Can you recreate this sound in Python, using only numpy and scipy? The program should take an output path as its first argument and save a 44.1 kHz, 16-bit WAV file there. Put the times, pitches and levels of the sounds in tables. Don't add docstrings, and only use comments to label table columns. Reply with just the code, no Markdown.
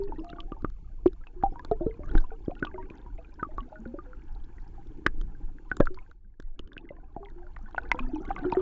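import sys
import numpy as np
from scipy import signal
from scipy.fft import rfft, irfft, next_fast_len
from scipy.io import wavfile
from scipy.ndimage import uniform_filter1d, map_coordinates

SR = 44100
rng = np.random.default_rng(int(sys.argv[2]) if len(sys.argv) > 2 else 0)


def master_out(mix):
    frames = np.transpose(np.atleast_2d(mix))
    ceiling = np.clip(frames, -1, 1)
    pcm = np.round(ceiling * 32767).astype(np.int16)
    wavfile.write(sys.argv[1], SR, pcm)


N = 379701
T = np.arange(N) / SR

# start_s, level_db (push before the resonances)
KNOCKS = [(0.326, -42), (0.514, -36.5), (.639, -28.5), (1.054, -23.5), (1.429, -30), (1.515, -44),
          (1.644, -46.5), (1.708, -27.5), (1.802, -33), (1.859, -26), (1.987, -41), (2.147, -23.5),
          (2.475, -27.5), (2.623, -32.5), (2.901, -44), (3.421, -34), (3.574, -42.5), (3.853, -38.5),
          (5.058, -26), (5.207, -50.5), (5.709, -38.5), (5.797, -15.5), (6.392, -45), (6.59, -43.5),
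          (6.762, -46), (6.9, -46.5), (7.159, -39), (7.91, -44), (7.939, -39.5), (7.998, -43), (8.281, -43),
          (8.389, -44), (8.443, -31.5), (8.521, -32.5)]
# start_s, level_db (before its random ripple)
STREAM = [(0, -67), (.4, -77), (.8, -84), (1.5, -75.5), (1.9, -73), (2.04, -67.5), (2.17, -55.5),
          (2.3, -71), (2.86, -76.5), (2.95, -59), (3.1, -71), (3.9, -66), (4.2, -66), (4.8, -66),
          (5.6, -70.5), (6.1, -77.5), (6.2, -93), (6.8, -79.5), (7.6, -69.5), (7.9, -62.5), (8.2, -62),
          (8.61, -54)]
MID_DB = -67


def amp(db):
    return 10 ** (np.asarray(db) / 20)


def unit(x):
    return x / np.sqrt(np.mean(x ** 2) + 1e-20)


def along(points, hz):
    f, v = np.transpose(points)
    return np.interp(np.log(hz + 1), np.log(f + 1), v)


def flow(index):
    # start_s, heave_db, stirring_db, fizz_db
    motion = [(0, -33, -67, -85), (0.248, -37, -58, -81), (0.799, -36, -76, -82), (1.3, -38.5, -70.5, -84),
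              (1.5, -36, -62.5, -80.5), (1.98, -36, -66, -81.5), (2.141, -32, -54, -78.5),
              (2.27, -40, -67, -81), (2.7, -35.5, -59, -81.5), (3.15, -39, -68.5, -82),
              (3.8, -38.5, -63.5, -81.5), (4.299, -39.5, -74, -81.5), (4.77, -37.5, -63.5, -79),
              (5.3, -35.5, -65.5, -80.5), (5.901, -40.5, -68, -81.5), (6.1, -45, -72, -83),
              (6.199, -48.5, -94, -105), (6.799, -45.5, -67.5, -94.5), (7.499, -41, -76.5, -82.5),
              (7.85, -35.5, -58, -81.5), (8.61, -37.5, -54, -80)]
    columns = np.transpose(motion)
    return np.interp(T, columns[0], columns[index])


def wobble(rate):
    knots = rng.standard_normal(int(N * rate / SR) + 4)
    return map_coordinates(knots, [T * rate])


def filtered(x, response):
    m = next_fast_len(N + SR // 2)
    return irfft(rfft(x, m) * response(np.fft.rfftfreq(m, 1 / SR)), m)[:N]


def mode(f, hz, width_hz):
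    return 1j * f * width_hz / (hz * hz - f * f + 1j * f * width_hz + 1e-9)


def housing(f):
    # centre_hz, width_hz, relative_level_db
    resonances = [(314, 71, 0), (930, 460, -2), (1300, 520, 2), (3000, 1500, -35)]
    return sum((-1) ** k * amp(db) * mode(f, hz, width) for k, (hz, width, db) in enumerate(resonances))


def add(out, s, sound):
    part = out[round(s * SR):][:len(sound)]
    part += sound[:len(part)]


def noise(spectrum, lumps_db, rate):
    lumpy = amp(lumps_db * wobble(rate)) * rng.standard_normal(N)
    return unit(filtered(lumpy, lambda f: amp(along(spectrum, f))))


def patchy(x, depth_db):
    z = signal.stft(x, nperseg=512)[2]
    across_pitch = uniform_filter1d(rng.standard_normal(z.shape), size=3, axis=0)
    field = uniform_filter1d(across_pitch, size=5, axis=1)
    return unit(signal.istft(z * amp(depth_db * unit(field)), nperseg=512)[1][:N])


def stirred(over_db, dying_s):
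    jolts, t = np.zeros(N), np.arange(SR // 2) / SR
    rise_s = 0.004
    shape = (1 - np.exp(-t / rise_s)) ** 2 * np.exp(-t / dying_s)
    for s, db in KNOCKS:
        add(jolts, s, amp(db + over_db) * shape)
    return jolts


def ring(hz, db, t60, rise, attack):
    t = np.arange(int(t60 * SR) + 2) / SR
    swept_db = -30 * (t / (0.05 + 0.25 * t60)) ** 6
    swell = 1 - np.exp(-t * hz / attack)
    cycles = hz * t * (1 + rise * t / t60 / 2)
    return amp(db - 60 * t / t60 + swept_db) * swell * np.sin(2 * np.pi * cycles)


def swarm(count, centre_hz, spread, cycles, size_db):
    out = np.zeros(N)
    draws = rng.random((count, 2))
    for (u, big), (p, life) in zip(draws, rng.standard_normal((count, 2))):
        hz = min(centre_hz * np.exp(spread * p), SR / 6)
        db = size_db * min(-np.log(1 - big), 3.2)
        t60 = cycles * np.exp(0.34 * life) / hz
        add(out, u * N / SR, ring(hz, db, t60, rise=0.18, attack=0.98))
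    return out


def bubbles():
    # start_s, pitch_hz, level_db (before the lift below), t60_s
    single_bubbles = [(.001, 391, -31, 0.27), (0.019, 928, -49, 0.089), (0.036, 4560, -51, 0.013),
                      (.083, 2660, -62, 0.027), (.086, 377, -41, 0.037), (0.122, 890, -38.5, 0.066),
                      (.183, 318, -36.5, 0.27), (.194, 2840, -56, .018), (.238, 692, -53.5, 1),
                      (.292, 2830, -55, 0.041), (0.301, 3850, -48, 0.0095), (0.329, 1430, -42, 0.017),
                      (0.36, 1430, -58.5, .08), (.385, 1170, -39.5, 0.063), (.404, 3210, -37.5, 0.0083),
                      (.48, 784, -62.5, 0.52), (.52, 1195, -41, 0.057), (0.52, 2830, -55, 0.013),
                      (.566, 890, -52, 0.12), (0.627, 260, -36, 0.028), (.647, 1210, -24, 0.016),
                      (1.059, 346, -6.5, 0.046), (1.06, 1100, -30, 0.014), (1.061, 2320, -41.5, 0.007),
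                      (1.077, 2950, -41, 0.0027), (1.238, 1680, -56.5, 0.026), (1.27, 1050, -38.5, 0.005),
                      (1.27, 2690, -50.5, 0.027), (1.361, 354, -48.5, 0.5), (1.427, 1180, -31, 0.0096),
                      (1.436, 791, -16.5, 0.072), (1.46, 780, -32, 0.063), (1.525, 777, -50.5, 0.075),
                      (1.558, 948, -42.5, 0.075), (1.594, 1000, -44.5, 0.072), (1.594, 1700, -45.5, 0.026),
                      (1.648, 1028, -28.5, .0079), (1.714, 420, -18, 0.062), (1.713, 685, -24.5, 0.058),
                      (1.714, 1290, -39, 0.032), (1.746, 422, -48, .17), (1.807, 340, -28, 0.17),
                      (1.808, 625, -38.5, 0.17), (1.862, 448.6, -29.5, 0.22), (1.896, 449.4, -34.5, 0.18),
                      (1.91, 2120, -56, .027), (1.927, 1120, -57.5, .042), (1.942, 2480, -64, 0.035),
                      (1.972, 1060, -63, 0.077), (2.002, 584, -46, 0.11), (2.033, 2180, -61, .025),
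                      (2.035, 1117, -50, 0.076), (2.093, 1460, -47, .023), (2.11, 380, -37, 0.04),
                      (2.114, 1450, -46, 0.027), (2.138, 320, -42.5, 0.32), (2.147, 800, -42, 0.089),
                      (2.152, 1450, -29.5, 0.011), (2.177, 1580, -36, 0.041), (2.18, 3870, -38, 0.0067),
                      (2.241, 1006, -42.5, 0.05), (2.305, 1460, -53, 0.044), (2.305, 2340, -63, .02),
                      (2.322, 2500, -63.5, 0.023), (2.316, 443, -45, 0.19), (2.317, 780, -45, 0.079),
                      (2.46, 3300, -65, 0.02), (2.496, 540, -37, 0.054), (2.504, 1060, -50.5, 0.05),
                      (2.51, 2470, -54.5, 0.014), (2.515, 720, -39, 0.04), (2.552, 2840, -60.5, .026),
                      (2.592, 2680, -57, 0.021), (2.624, 282, -23.5, 0.044), (2.627, 1495, -30, 0.054),
                      (2.648, 1050, -19.5, 0.0046), (2.651, 3340, -31.5, 0.0049),
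                      (2.668, 1176, -37.5, 0.06), (2.671, 2680, -49, .017), (2.714, 1660, -52, .028),
                      (2.74, 369.4, -44.5, 0.51), (2.742, 2120, -56, .027), (2.742, 617, -49.5, 0.11),
                      (2.78, 950, -35, 0.075), (2.826, 2190, -59, 0.034), (2.827, 1620, -53.5, .03),
                      (2.901, 2460, -49.5, 0.018), (3.063, 970, -47, 0.094), (3.18, 2200, -57, .015),
                      (3.185, 485, -54.5, 0.14), (3.185, 660, -47, 0.067), (3.247, 2460, -58, 0.033),
                      (3.341, 5330, -60.5, 0.013), (3.389, 972, -46.5, 0.12), (3.396, 1533, -42.5, 0.068),
                      (3.43, 1263, -29, 0.057), (3.447, 1150, -40, 0.061), (3.49, 615, -49.5, 0.086),
                      (3.582, 1124, -30.5, 0.09), (3.606, 2980, -51.5, 0.014), (3.615, 242, -46.5, 0.23),
                      (3.72, 620, -51, 0.26), (3.726, 845, -42.5, 0.051), (3.757, 1477, -48.5, 0.074),
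                      (3.793, 218, -45.5, 0.23), (3.857, 233.5, -41.5, 0.36), (3.854, 1460, -47.5, 0.041),
                      (3.862, 526, -52.5, 0.34), (3.94, 322, -30, 0.031), (3.943, 559, -45, 0.13),
                      (3.982, 334, -39.5, 0.07), (3.988, 1219, -42, 0.064), (4.063, 500, -55, 0.39),
                      (4.132, 1380, -46.5, 0.026), (4.22, 2300, -62, .02), (4.36, 804, -55.5, 0.084),
                      (4.583, 1930, -58, 0.024), (4.78, 798, -56, 0.12), (5.063, 1263, -28, 0.019),
                      (5.064, 1695, -9, 0.012), (5.212, 3280, -53, 0.013), (5.35, 1600, -61, .05),
                      (5.585, 1670, -48.5, 0.019), (5.715, 1530, -25.5, .035), (5.716, 816, -40, 0.024),
                      (5.769, 324, -34.5, 0.037), (5.768, 7500, -44, 0.0072), (5.799, 263, -21, 0.033),
                      (5.805, 538, -5.5, .023), (5.802, 1016, -23, 0.036), (5.806, 1707, -29, 0.044),
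                      (5.827, 545, -36.5, 0.026), (5.871, 1365, -27.5, 0.026), (5.905, 363, -43, .2),
                      (5.945, 4550, -49.5, 0.009), (5.974, 1020, -45.5, 0.065), (5.988, 2260, -47.5, 0.025),
                      (6.063, 1610, -61.5, 0.035), (6.114, 1470, -47.5, 0.012), (6.246, 1578, -70, 0.033),
                      (6.34, 1695, -73, 0.028), (6.251, 194, -65, 0.23), (6.592, 1346, -46, 0.02),
                      (6.593, 3040, -40, 0.0084), (6.674, 3090, -61.5, 0.023), (6.719, 1660, -51.5, 0.028),
                      (6.732, 3700, -56, 0.013), (6.767, 1586, -41, 0.018), (6.779, 2730, -36.5, 0.011),
                      (6.854, 1710, -55, 0.023), (6.89, 2100, -48.5, 0.035), (6.906, 564, -39.5, 0.044),
                      (6.921, 1043, -57, 0.071), (6.966, 1800, -56.5, .023), (6.985, 700, -53, 0.019),
                      (7.0, 1470, -66.5, 0.045), (7.032, 775, -59.5, 0.12), (7.164, 794, -34, 0.027),
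                      (7.172, 677, -50, 0.16), (7.204, 396, -49, 0.32), (7.23, 1110, -51.5, 0.061),
                      (7.228, 810, -51.5, 0.11), (7.25, 3360, -57.5, 0.015), (7.258, 2150, -50, 0.013),
                      (7.268, 934, -53.5, 0.079), (7.286, 1930, -58, .029), (7.31, 1680, -62.5, 0.043),
                      (7.359, 347, -49, 0.52), (7.42, 763, -56, 0.1), (7.43, 1610, -60.5, 0.047),
                      (7.44, 602, -62, 0.16), (7.467, 1426, -53.5, 0.023), (7.567, 1160, -34.5, 0.0066),
                      (7.564, 1910, -43.5, .01), (7.59, 804, -53.5, 0.052), (7.63, 207, -51.5, 0.13),
                      (7.659, 1520, -55, 0.051), (7.686, 1050, -50, 0.039), (7.747, 924, -25.5, 0.0063),
                      (7.763, 2700, -55.5, .043), (7.78, 823, -18.5, 0.011), (7.781, 1494, -21.5, 0.019),
                      (7.833, 2660, -60, .023), (7.852, 1510, -49, 0.037), (7.916, 990, -20.5, 0.025),
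                      (7.916, 2130, -16, .014), (7.946, 930, -31.5, .029), (7.948, 499, -43, 0.18),
                      (7.956, 3360, -63, .02), (7.99, 1098, -27.5, 0.038), (7.994, 2530, -33.5, 0.015),
                      (8.001, 249, -41.5, 0.67), (8.03, 2700, -56, .03), (8.032, 990, -52, 0.1),
                      (8.133, 306, -33, .32), (8.147, 3020, -58, 0.03), (8.157, 2570, -55, .027),
                      (8.157, 5860, -59, .009), (8.16, 871, -40, 0.078), (8.182, 291, -36, 0.065),
                      (8.199, 360, -44, 0.15), (8.219, 795, -51.5, 0.17), (8.248, 1127, -51.5, 0.19),
                      (8.252, 2170, -52.5, .032), (8.261, 3040, -63, .016), (8.289, 1565, -46.5, 0.052),
                      (8.297, 2830, -59, 0.026), (8.305, 791, -27, 0.057), (8.312, 1184, -26, 0.0078),
                      (8.364, 1130, -36.5, 0.046), (8.363, 2180, -39.5, 0.018), (8.38, 744, -50, 0.24),
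                      (8.382, 1540, -42.5, 0.079), (8.423, 292, -37, 0.32), (8.433, 710, -44, 0.062),
                      (8.442, 1430, -47, 0.087), (8.448, 334.4, -25, 0.12), (8.451, 1340, -40.5, 0.029),
                      (8.454, 3100, -62, 0.037), (8.462, 355.5, -26.5, 0.2), (8.521, 2540, -42, .023),
                      (8.524, 923, -23.5, 0.044), (8.548, 714, -36, 0.08), (8.55, 1880, -42, 0.032),
                      (8.57, 370, -18.5, 0.14), (8.569, 1263, -33.5, 0.016), (8.595, 1210, -41.5, 0.045)]
    out = np.zeros(N)
    draws = rng.standard_normal((len(single_bubbles), 3))
    for (s, hz, db, t60), (glide, near, weak) in zip(single_bubbles, draws):
        rise = 0.13 * np.log(800 / hz) + 0.014 * glide
        add(out, s, ring(hz, db + 7, t60, rise, attack=0.64))
        if hz > 600:
            near_hz = hz * np.exp(0.12 * near)
            add(out, s, ring(near_hz, db - 4 + 3 * weak, 0.7 * t60, rise, attack=1.5))
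    t = np.arange(SR // 10) / SR
    froth = unit(amp(-60 * t / 0.042) * rng.standard_normal(len(t))) / np.sqrt(len(t))
    tail = signal.fftconvolve(out, froth)[:N]
    return out * amp(1.9 * wobble(90)) + amp(-10.0) * tail


def knocks():
    blows = np.zeros(N)
    push = np.hanning(round(0.0023 * SR))
    for s, db in KNOCKS:
        add(blows, s + 0.006124, amp(db) * push)
    return filtered(blows, lambda f: 3.78 * mode(f, hz=117, width_hz=690) + 5.36 * housing(f))


def ticks():
    # start_s, level_db (before the trim and resonances below)
    contacts = [(0.0365, -50.5), (0.245, -39), (0.2996, -41.5), (0.4062, -37.5), (0.621, -44.5), (0.7, -43),
                (1.0627, -29.5), (1.1315, -43), (1.2717, -51.5), (1.4367, -37.5), (1.5945, -41.5),
                (1.6485, -29.5), (1.7137, -37.5), (2.06, -52), (2.092, -48), (2.112, -47), (2.139, -48),
                (2.153, -31.5), (2.1794, -38), (2.457, -53), (2.511, -53), (2.5517, -49), (2.5965, -41),
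                (2.6268, -48), (2.6504, -48), (2.902, -46), (3.3399, -52.5), (3.4276, -49), (3.578, -46),
                (5.0654, -11.5), (5.2133, -35.5), (5.7014, -46.5), (5.7681, -28.5), (5.8019, -24.5),
                (5.8556, -33), (5.9429, -39), (6.112, -44.5), (6.4002, -34), (6.4238, -42), (6.5924, -30),
                (6.6753, -49), (6.7314, -45.5), (6.777, -54), (7.2532, -56), (7.3003, -46.5), (7.5657, -51),
                (7.588, -51), (7.7096, -43), (7.7827, -40), (7.834, -50), (7.9159, -17), (7.958, -48),
                (7.9918, -36.5), (8.155, -49.5), (8.251, -44), (8.2944, -44), (8.364, -61), (8.385, -46.5),
                (8.435, -52), (8.521, -42)]
    out, t = np.zeros(N), np.arange(SR // 50) / SR
    for s, db in contacts:
        add(out, s, amp(db - 3.5 - 60 * t / 0.012) * rng.standard_normal(len(t)))

    def response(f):
        return mode(f, hz=3696, width_hz=1100) + 4 * housing(f) * mode(f, hz=1520, width_hz=780)
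    return filtered(out, response)


def gurgle():
    drops = (rng.random(N) < 70 / SR) * amp(4.0 * rng.standard_normal(N))
    patter = 0.6 * unit(drops) + amp(5 * wobble(90)) * rng.standard_normal(N)

    def response(f):
        dull = 1 / (1 + (f / 430) ** 6)
        return (0.42 * mode(f, hz=141, width_hz=1100) + housing(f)) * dull
    over_db, grows = 10, 0.79
    level_db = MID_DB + over_db + grows * (flow(index=2) - MID_DB) + 3 * wobble(7)
    return (amp(level_db) + stirred(over_db=-23, dying_s=0.038)) * unit(filtered(patter, response))


def crowd():
    small = unit(swarm(count=800, centre_hz=908, spread=0.4, cycles=56, size_db=3.0))
    small += amp(-16.5) * unit(swarm(count=900, centre_hz=2310, spread=0.4, cycles=63, size_db=5.0))
    calm = (T > 3.8) & (T < 5.65)
    return amp(flow(index=2) + 2 - 15 * calm) * small


def rush():
    # frequency_hz, relative_db_per_hz
    rush_spectrum = [(300, -39.5), (560, -28), (700, -5.5), (810, 3), (1000, -4.5), (1150, -13), (1450, -7),
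                     (1700, -8.5), (2000, -26.5), (3000, -37.5), (4000, -48.5)]
    water = patchy(noise(rush_spectrum, lumps_db=1.5, rate=40), depth_db=3)
    stream_db = np.interp(T, *np.transpose(STREAM))
    return amp(stream_db + 1.7 * wobble(8) + 2.5 * wobble(70)) * water


def crackle():
    froth = unit(swarm(count=2300, centre_hz=2890, spread=0.5, cycles=19, size_db=7.5))
    over_db, grows = -12.5, 1.51
    stream_db = np.interp(T, *np.transpose(STREAM))
    return amp(MID_DB + over_db + grows * (stream_db - MID_DB)) * froth


def fizz():
    # frequency_hz, relative_db_per_hz
    fizz_spectrum = [(1500, -25), (2200, 0), (3300, -7.5), (4000, -12.5), (7300, -10), (8300, -24.5)]
    return amp(flow(index=3)) * noise(fizz_spectrum, lumps_db=1.3, rate=270)


def heave():
    # frequency_hz, relative_db_per_hz
    heave_spectrum = [(4.7, -29.5), (8.0, -3), (21, 5.5), (38, -4.5), (52, -8.5), (114, -24), (200, -31.5),
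                      (260, -66.5), (440, -120)]
    # start_s, level_db (before the lift and build-up below), start_pitch_hz, t60_s
    swings = [(1.05, -49, 27.8, 0.34), (2.148, -5, 27.4, 0.3), (5.071, -21.5, 26.5, 0.54),
              (5.797, -12.5, 24, 0.43), (6.444, -27.5, 25.74, 0.62)]
    pressure = noise(heave_spectrum, lumps_db=2.5, rate=11)
    out = (amp(flow(index=1)) + stirred(over_db=-11, dying_s=0.07)) * pressure
    t = np.arange(SR // 2) / SR
    rise_s, slowing_s = 0.01, 0.09
    build_up = 1 - np.exp(-t / rise_s)
    for s, db, hz, t60 in swings:
        cycles = hz * slowing_s * np.log1p(t / slowing_s)
        add(out, s, amp(db + 2.0 - 60 * t / t60) * build_up * np.sin(2 * np.pi * cycles))
    return out


def swells():
    # centre_s, half_length_s, centre_hz, level_db
    rumbles = [(4.846, .12, 113.3, -54.5), (5.274, .08, 145, -51.5)]
    out = np.zeros(N)
    for s, half_s, hz, db in rumbles:
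        rumble = unit(filtered(rng.standard_normal(N), lambda f: mode(f, hz, 0.5 * hz) ** 2))
        out += amp(db) * np.exp(-((T - s) / half_s) ** 2 / 2) * rumble
    return out


def electronics():
    # frequency_hz, relative_db_per_hz
    hiss_spectrum = [(300, 2), (7300, -11), (8300, -28)]
    # pitch_hz, level_db (before the offsets below)
    whine_tone = [(4317, -95.5)]
    (hz, db), = whine_tone
    sink_db = 0.8 * (np.minimum(flow(index=3), -84) + 84.5)
    tone = np.sin(2 * np.pi * hz * T + 0.6 * wobble(15))
    whine = amp(db + 3.5 + sink_db + 1.5 * wobble(20)) * tone
    return amp(-97.5) * noise(hiss_spectrum, lumps_db=-4, rate=1) + whine


def scene():
    wake = gurgle() + crowd() + rush() + crackle() + fizz()
    return (bubbles() + knocks() + ticks() + wake + heave() + swells() + electronics())[None]


def record(dry):
    soft = dry[0] / (1 + np.abs(dry[0] / 0.42) ** 8) ** (1 / 8)
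    return filtered(soft, lambda f: amp(along([(7300, -0.5), (8300, -19.5)], f)) * (f < 8400))[None]


dry = scene()
out = record(dry)
master_out(out)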